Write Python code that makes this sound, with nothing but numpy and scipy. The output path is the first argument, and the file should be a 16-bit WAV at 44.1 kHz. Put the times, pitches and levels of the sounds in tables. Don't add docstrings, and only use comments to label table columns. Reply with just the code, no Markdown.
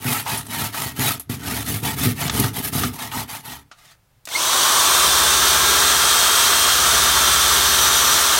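import sys
import numpy as np
from scipy import signal
from scipy.fft import rfft, irfft
from scipy.io import wavfile
from scipy.ndimage import uniform_filter1d

SR = 44100
rng = np.random.default_rng(int(sys.argv[2]) if len(sys.argv) > 2 else 0)


def pcm_store(signal):
    levels = np.round(np.clip(np.atleast_2d(signal), -1, 1) * 32767)
    wavfile.write(sys.argv[1], SR, levels.astype(np.int16).T)


N = 369999
TIME = np.arange(N) / SR
TOP_HZ, SWITCH_ON_S = 15850, 4.288

# start, fastest moment and end in seconds, scrape level in dB, sizzle and
# hollow ring in dB relative to it, moment of hardest press in seconds, drumming level in dB.
BRUSH_STROKES = [(0, 0.122, 0.26, -25.5, -0.5, -12, .12, -29.5),
                 (0.23, 0.31, 0.45, -28, -4.5, -10.5, .33, -31.5),
                 (0.449, 0.618, 0.72, -27.5, -2, -11.5, .62, -28),
                 (0.713, 0.778, 0.96, -28.5, -3.5, -12.5, .86, -29.5),
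                 (0.951, 1.063, 1.179, -23, -1.5, -14, 1.06, -25),
                 (1.293, 1.296, 1.414, -36, -3, -15, 1.33, -29),
                 (1.368, 1.545, 1.676, -29.5, -3.5, -12.5, 1.52, -25.5),
                 (1.633, 1.71, 1.833, -30, 1, -31, 1.71, -23.5),
                 (1.811, 1.873, 1.975, -27, -2, -9, 1.875, -23.5),
                 (1.947, 2.039, 2.153, -26, -1, -21, 2.07, -19.5),
                 (2.144, 2.256, 2.295, -27.5, -2.5, -11, 2.26, -25),
                 (2.278, 2.4, 2.526, -26, -2, -11.5, 2.39, -19.5),
                 (2.519, 2.592, 2.63, -30.5, 0, -9, 2.59, -25.5),
                 (2.606, 2.662, 2.72, -31, 1.5, -26, 2.67, -26),
                 (2.704, 2.776, 2.939, -28, -1.5, -18, 2.8, -22.5),
                 (2.916, 2.95, 3, -42.5, 0, -2, 2.94, -34.5),
                 (2.978, 2.998, 3.13, -31.5, -4, -8, 3.01, -34.5),
                 (3.095, 3.173, 3.265, -29.5, -3.5, -4.5, 3.17, -29.5),
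                 (3.27, 3.318, 3.425, -33, -3, -10.5, 3.33, -41.5),
                 (3.419, 3.485, 3.63, -37.5, -3, -8.5, 3.49, -40),
                 (3.718, 3.888, 3.97, -50.5, -10, -31, 3.87, -70)]
# frequency in Hz, relative level in dB.
SCRATCH_SPECTRUM = [(500, -11), (800, -11), (2500, -2), (7400, -4), (9700, 2), (10400, -0.5), (10700, 1.5),
                    (15500, -0.5)]
# centre in Hz, width in Hz, height above that spectrum in dB.
SCRATCH_MODES = [(703, 226, 15.2), (874, 48, 9), (1130, 104, 6), (1280, 236, 8.5), (1916, 530, 5),
                 (3000, 53, 2.8), (3640, 920, 2.4), (6220, 150, 1.9), (11440, 1200, 4.1), (13300, 250, 5.7)]
# frequency in Hz, relative level in dB.
BOOM_SPECTRUM = [(40, -32.5), (90, -2.5), (260, -4), (360, -15), (450, -12), (560, -31), (1200, -55)]
# centre in Hz, width in Hz, height above that spectrum in dB.
PANEL_MODES = [(70.3, 8, 13.5), (107, 12.5, 8.5), (138, 20, 8), (245.9, 12, 7.5), (283, 22, 7.5),
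               (396, 45, 5.5)]


def undb(db):
    return 10 ** (np.asarray(db) / 20)


def unit(x):
    return x / np.sqrt(np.mean(x ** 2))


def curve(rows):
    return np.interp(TIME, *np.transpose(rows))


def walk(rate):
    hold = int(SR / rate)
    steps = np.repeat(rng.standard_normal(N // hold + 1), hold)
    return unit(uniform_filter1d(steps, hold)[:N])


def ring(x, hz, width):
    return signal.lfilter(*signal.iirpeak(hz, hz / width, fs=SR), x)


def split(x, hz):
    return [signal.sosfilt(signal.butter(5, hz, kind, fs=SR, output="sos"), x) for kind in ("low", "high")]


def colour(x, spectrum, modes=(), size=8192):
    f = np.arange(size // 2 + 1) * SR / size
    hz, db = np.transpose(spectrum)
    db = np.interp(np.log(f + 1), np.log(hz), db)
    for centre, width, height in modes:
        db = db + height / (1 + (2 * (f - centre) / width) ** 2)
    cepstrum = irfft(np.log(undb(db)))[:size // 2]
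    cepstrum[0] = 0
    response = irfft(np.exp(rfft(2 * cepstrum, size)))
    return signal.fftconvolve(x, response / np.sqrt(np.sum(response ** 2)))[:N]


def fade(start, t60, attack=0.0018):
    age = np.maximum(TIME - start, 0)
    return np.minimum(age / attack, 1) * np.exp(-np.log(1000) * np.minimum(age / t60, 2))


def shop_hum():
    # frequency in Hz, relative spectral density in dB.
    spectrum = [(15, -34.5), (25, -4), (142, -0.5), (231, -17), (952, -18), (1670, -22), (7680, -29),
                (15000, -29)]
    return undb(-60.5) * colour(rng.standard_normal(N), spectrum)


def snags(rate, spread_db):
    sizes = undb(spread_db * np.minimum(rng.exponential(size=N), 4)) * rng.standard_normal(N)
    return unit(sizes * (rng.random(N) < rate / SR) / np.sqrt(rate))


def singing_wires(count=4200, low_hz=1200, t60=0.1, glide=0.017, spread_db=3, size=2048):
    when, pitch, slide, strength = rng.random((count, 4)).T[:, :, None]
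    age = np.arange(size) / SR
    hz = low_hz * (TOP_HZ / low_hz) ** pitch
    cycles = hz * age * (1 + glide * (slide - .5) * age / t60)
    gain = undb(-spread_db * np.log(strength + 0.028))
    pings = np.sin(2 * np.pi * cycles) * gain * np.exp(-np.log(1000) * age / t60)
    samples = (when * N).astype(int) + np.arange(size)
    return unit(np.bincount(samples.ravel(), pings.ravel(), N)[:N])


def hand_brush(rest=0.079, bite=1.18, sharpness=2.08, release_s=0.0048):
    speed, scrape, sizzle, hollow = layers = np.zeros((4, N))
    for start, fastest, end, db, sizzle_db, hollow_db, *_ in BRUSH_STROKES:
        now = slice(*np.searchsorted(TIME, [start - .1, end + .1]))
        t = TIME[now]
        progress = np.interp(t, [start, fastest, end], [0, .5, 1])
        arc = np.abs(np.sin(np.pi * progress)) ** sharpness
        creep = rest * np.exp(-np.abs(t - np.clip(t, start, end)) / release_s)
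        stroke = creep + (1 - rest) * np.tanh(bite * arc) / np.tanh(bite)
        gains = undb([0, db, db + sizzle_db, db + hollow_db])
        layers[:, now] = np.maximum(layers[:, now], np.outer(gains, stroke))
    slips = snags(3500 + 9000 * speed, spread_db=-0.5)
    rust = unit(slips * undb(2 * walk(110)))
    flakes = snags(90, spread_db=4.5) / np.sqrt(speed + 0.22)
    grit = rust + .47 * singing_wires() + .13 * flakes
    steel, wires = split(colour(grit, SCRATCH_SPECTRUM, SCRATCH_MODES), hz=8000)
    cavity = ring(rng.standard_normal(N), hz=894, width=77)
    cavity = unit(ring(cavity, hz=883, width=1100))
    wires = unit(wires) * undb(0.58 * walk(45))
    return undb(0.58) * unit(steel) * scrape + undb(3) * (wires * sizzle + cavity * hollow)


def drumming(turn_ease_db=14, lift_db_per_s=303):
    pressure_db = np.full(N, -np.inf)
    for start, _, end, *_, hardest, db in BRUSH_STROKES:
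        ease = turn_ease_db * np.interp(TIME, [start, hardest, end], [1, 0, 1])
        lift = lift_db_per_s * np.abs(TIME - np.clip(TIME, start, end))
        pressure_db = np.maximum(pressure_db, db - ease - lift)
    push = snags(900, spread_db=1.5) * undb(pressure_db)
    return colour(push, BOOM_SPECTRUM, PANEL_MODES)


def thumps(judder_hz=122, uneven=0.081, count=16):
    # start in seconds, first push in dB, time constant of the judder in seconds.
    jams = [(.053, 3.5, 0.053), (.99, 5, 0.04), (1.297, 5.5, 0.0086), (1.829, 3, .02), (2.056, 8, 0.027),
            (2.397, 12, 0.0084), (2.443, 6, 0.029), (2.753, 5.5, 0.014), (2.844, 4.5, 0.023)]
    push = np.zeros(N)
    for start, db, decay in jams:
        gaps = np.exp(uneven * rng.standard_normal(count)) / judder_hz
        age = np.cumsum(gaps) - gaps[0]
        push[((start + age) * SR).astype(int)] += undb(db) * np.exp(-age / decay)
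    return colour(push, BOOM_SPECTRUM, PANEL_MODES)


def catches(relative_width=0.14):
    # start in seconds, clack in dB, ping in dB, ping centre in Hz, 60 dB decay time in seconds.
    knocks = [(0.262, -33, -25, 905, 0.18), (0.373, -50, -24, 9800, 0.14), (0.466, -36, -30, 9100, 0.036),
              (0.742, -29, -31, 1280, .09), (1.196, -37, -25, 11400, 0.084),
              (1.297, -34, -32, 11300, 0.082), (2.215, -24, -28, 1280, .08),
              (2.279, -17.5, -28, 6000, 0.036), (2.296, -12, -21, 3560, 0.029),
              (2.398, -22, -8, 11400, 0.03), (2.436, -25, -21.5, 1280, 0.11),
              (2.834, -20.5, -22.5, 1290, 0.093), (3.115, -38, -31, 2900, 0.092),
              (3.713, -40, -43, 1280, 0.097)]
    scratch = colour(rng.standard_normal(N), SCRATCH_SPECTRUM, SCRATCH_MODES)
    clack = unit(split(scratch, hz=7060)[0])
    noise = rng.standard_normal(N)
    out = np.zeros(N)
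    for start, clack_db, ping_db, hz, t60 in knocks:
        ping = unit(ring(noise, hz, relative_width * hz))
        out += fade(start, t60) * (undb(clack_db) * clack + undb(ping_db) * ping)
    return out


def trigger():
    # start in seconds, level in dB, centre in Hz, width in Hz, 60 dB decay time in seconds.
    clicks = [(4.253, -28.5, 7360, 6000, 0.037), (4.272, -26.5, 1523, 3500, 0.042),
              (4.286, -29, 2500, 6000, 0.069)]
    noise = rng.standard_normal(N)
    return sum(undb(db) * fade(start, t60) * unit(ring(noise, hz, width))
               for start, db, hz, width, t60 in clicks)


def motor_speed(full_hz=404.1, sag_hz_per_s=1.35, spin_up_s=0.125, shape=0.86):
    age = np.maximum(TIME - SWITCH_ON_S, 0)
    return (full_hz - sag_hz_per_s * age) * (1 - np.exp(-(age / spin_up_s) ** shape))


def tones(turns, orders, waver_db, waver_rate):
    out = np.zeros(N)
    for multiple, db in orders:
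        partial = np.sin(2 * np.pi * (multiple * turns + rng.random()))
        out += undb(db) * unit(partial * undb(waver_db * walk(waver_rate)))
    return out


def magnetic_howl(turns, speed, surge):
    # multiple of the motor speed, relative level in dB.
    orders = [(12, -31.5), (24, -28)]
    # centre in Hz, width in Hz, gain in dB.
    housing_modes = [(2130, 170, 17), (5520, 350, -1)]
    howl = np.sqrt(2 * speed) * surge ** 3.5 * tones(turns, orders, waver_db=2.5, waver_rate=200)
    return howl + sum(undb(db) * ring(ring(howl, hz, width), hz, width) for hz, width, db in housing_modes)


def air_rush(turns, gear_turns, speed, rest_hz=1230, ease_db_per_s=0.13):
    # frequency in Hz, relative level in dB.
    spectrum = [(30, -45), (90, -3.5), (190, -6), (500, -1.5), (900, 1), (2700, .5), (5000, 0),
                (9000, -1.5), (10300, -3), (11300, -1.5), (15500, -3)]
    # centre in Hz, width in Hz, height above the spectrum in dB.
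    modes = [(390, 102, 7.0), (657, 142, 3.7), (898, 60, 3), (1140, 350, 10), (1345, 230, 5.6),
             (1680, 520, 5.4), (3190, 330, 6.2), (3660, 420, 7.6), (4230, 724, 4.2), (6027, 1300, 7.6),
             (8450, 1958, 6.0), (10950, 300, 4)]
    # time in seconds, pitch in Hz (rest_hz is no shift).
    roar_pitch = [(4.8, 1150), (6.2, 1265), (7.2, 1245)]
    chop = 1 + 0.035 * np.sin(2 * np.pi * turns) + 0.021 * np.sin(2 * np.pi * gear_turns)
    roar, hiss = split(colour(rng.standard_normal(N) * chop, spectrum, modes), hz=2160)
    hiss = unit(hiss) * speed ** 1.15 * undb(-16.5 + 0.39 * walk(25))
    pitch_ratio = speed ** .2 * curve(roar_pitch) / rest_hz
    roar = np.interp(np.cumsum(pitch_ratio) / SR, TIME, unit(roar))
    roar_db = -21 - ease_db_per_s * (TIME - SWITCH_ON_S)
    roar = roar * speed ** 1.46 * undb(roar_db + .5 * walk(25))
    return swells(panel_reflections(hiss) + roar)


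def panel_reflections(x, count=24, lags_ms=(.7, 4.5), slide_ms=.45, total_db=-14.5):
    # time in seconds, height of the wheel from 0 (lowest) to 1 (highest).
    wheel_path = [(4.25, 0.3), (5.1, 0.93), (6.0, 0.056), (6.5, 0.045), (7.2, 0.84), (7.75, 0.54),
                  (8.39, 0.26)]
    height = curve(wheel_path)
    gain = undb(total_db) / np.sqrt(count)
    out = x.copy()
    for place, slide, polarity in rng.random((count, 3)):
        lag_ms = np.interp(place, [0, 1], lags_ms) + slide_ms * (2 * slide - 1) * height
        out += np.sign(polarity - .5) * gain * np.interp(TIME - lag_ms / 1000, TIME, x)
    return out


def swells(x):
    # peak time and half length in seconds, centre and width in Hz, boost in dB.
    resonances = [(4.52, .1, 3800, 400, 3), (4.85, 0.25, 1100, 300, 2.5), (5.0, .3, 8900, 280, 5),
                  (5.55, .25, 3650, 160, 3.5), (6.3, .35, 8150, 280, 3.5), (7.25, .25, 1270, 220, 2.5),
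                  (7.9, .3, 3750, 180, 3), (7.93, .2, 5940, 260, 5)]
    return x + sum((undb(db) - 1) * np.exp(-((TIME - peak) / half) ** 2) * ring(x, hz, width)
                   for peak, half, hz, width, db in resonances)


def motor_whine(turns, speed, fan_blades=8, commutator_bars=30):
    # multiple of the motor speed, level at full speed in dB.
    orders = [(1, -47), (4, -37), (6, -41.5), (7, -41.5), (12, -43), (13, -40), (16, -43), (24, -45),
              (36, -49)]
    # time in seconds, relative level in dB.
    fan_levels = [(5.7, -37), (6.0, -31), (6.4, -29), (7.3, -37), (8.35, -34)]
    whistle_levels = [(4.6, -39), (4.75, -34.5), (5.85, -38), (5.98, -45), (6.2, -35), (7.0, -33.5),
                      (7.4, -38.5), (7.6, -32.5), (7.8, -30), (7.92, -34), (8.12, -31), (8.35, -40)]
    fan = undb(curve(fan_levels)) * tones(turns, [(fan_blades, 0)], waver_db=1.5, waver_rate=12)
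    whine = tones(turns, orders, waver_db=2, waver_rate=5)
    whistle = tones(turns, [(commutator_bars, 0.8)], waver_db=1.8, waver_rate=16)
    return speed ** 8 * (fan + whine) + speed ** 5 * undb(curve(whistle_levels)) * whistle


def gear_rumble(gear_turns, speed):
    # multiple of the gear cycle, relative level in dB.
    orders = [(4, -8.5), (5, -6.5), (7, -12), (10, -6.5), (16, -15), (17, -15.5)]
    # time in seconds, relative level in dB.
    levels = [(4.62, -51), (5.1, -35), (5.74, -34.5), (6.44, -43), (6.94, -32), (7.64, -32.5), (8.33, -39)]
    rumble = tones(gear_turns, orders, waver_db=0.5, waver_rate=2.63)
    return speed ** 4.5 * undb(curve(levels) - 1.5) * rumble


def drill(jitter=0.00053, wander=0.000416, gear_ratio=28):
    hz = motor_speed()
    speed = hz / hz.max()
    surge = 4 * speed * (1 - speed)
    judder = .019 * surge ** 2 * walk(400)
    turns = np.cumsum(hz * (1 + jitter * walk(60) + wander * walk(2) + judder)) / SR
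    gear_turns = turns / gear_ratio
    return (air_rush(turns, gear_turns, speed) + motor_whine(turns, speed)
            + gear_rumble(gear_turns, speed) + magnetic_howl(turns, speed, surge))


def workshop(x, near_db, far_db=-23):
    near = fade(0.0011, t60=0.12) * ring(rng.standard_normal(N), hz=3300, width=4600)
    far = fade(0.011, t60=0.28) * ring(rng.standard_normal(N), hz=1280, width=2700)
    echoes = sum(undb(db) * response[:SR] / np.sqrt(np.sum(response ** 2))
                 for db, response in ((near_db, near), (far_db, far)))
    return undb(0.06) * (x + signal.fftconvolve(x, echoes)[:N])


def scene():
    by_hand = workshop(hand_brush() + drumming() + thumps() + catches(), near_db=-18.5)
    by_drill = workshop(trigger() + drill(), near_db=-14.5)
    mono = by_hand + by_drill + shop_hum()
    return np.array([mono, mono])


def record(dry):
    rounded = dry / (1 + dry ** 6) ** (1 / 6)
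    return signal.sosfilt(signal.ellip(12, .1, 80, TOP_HZ, fs=SR, output="sos"), rounded)


dry = scene()
out = record(dry)
pcm_store(out)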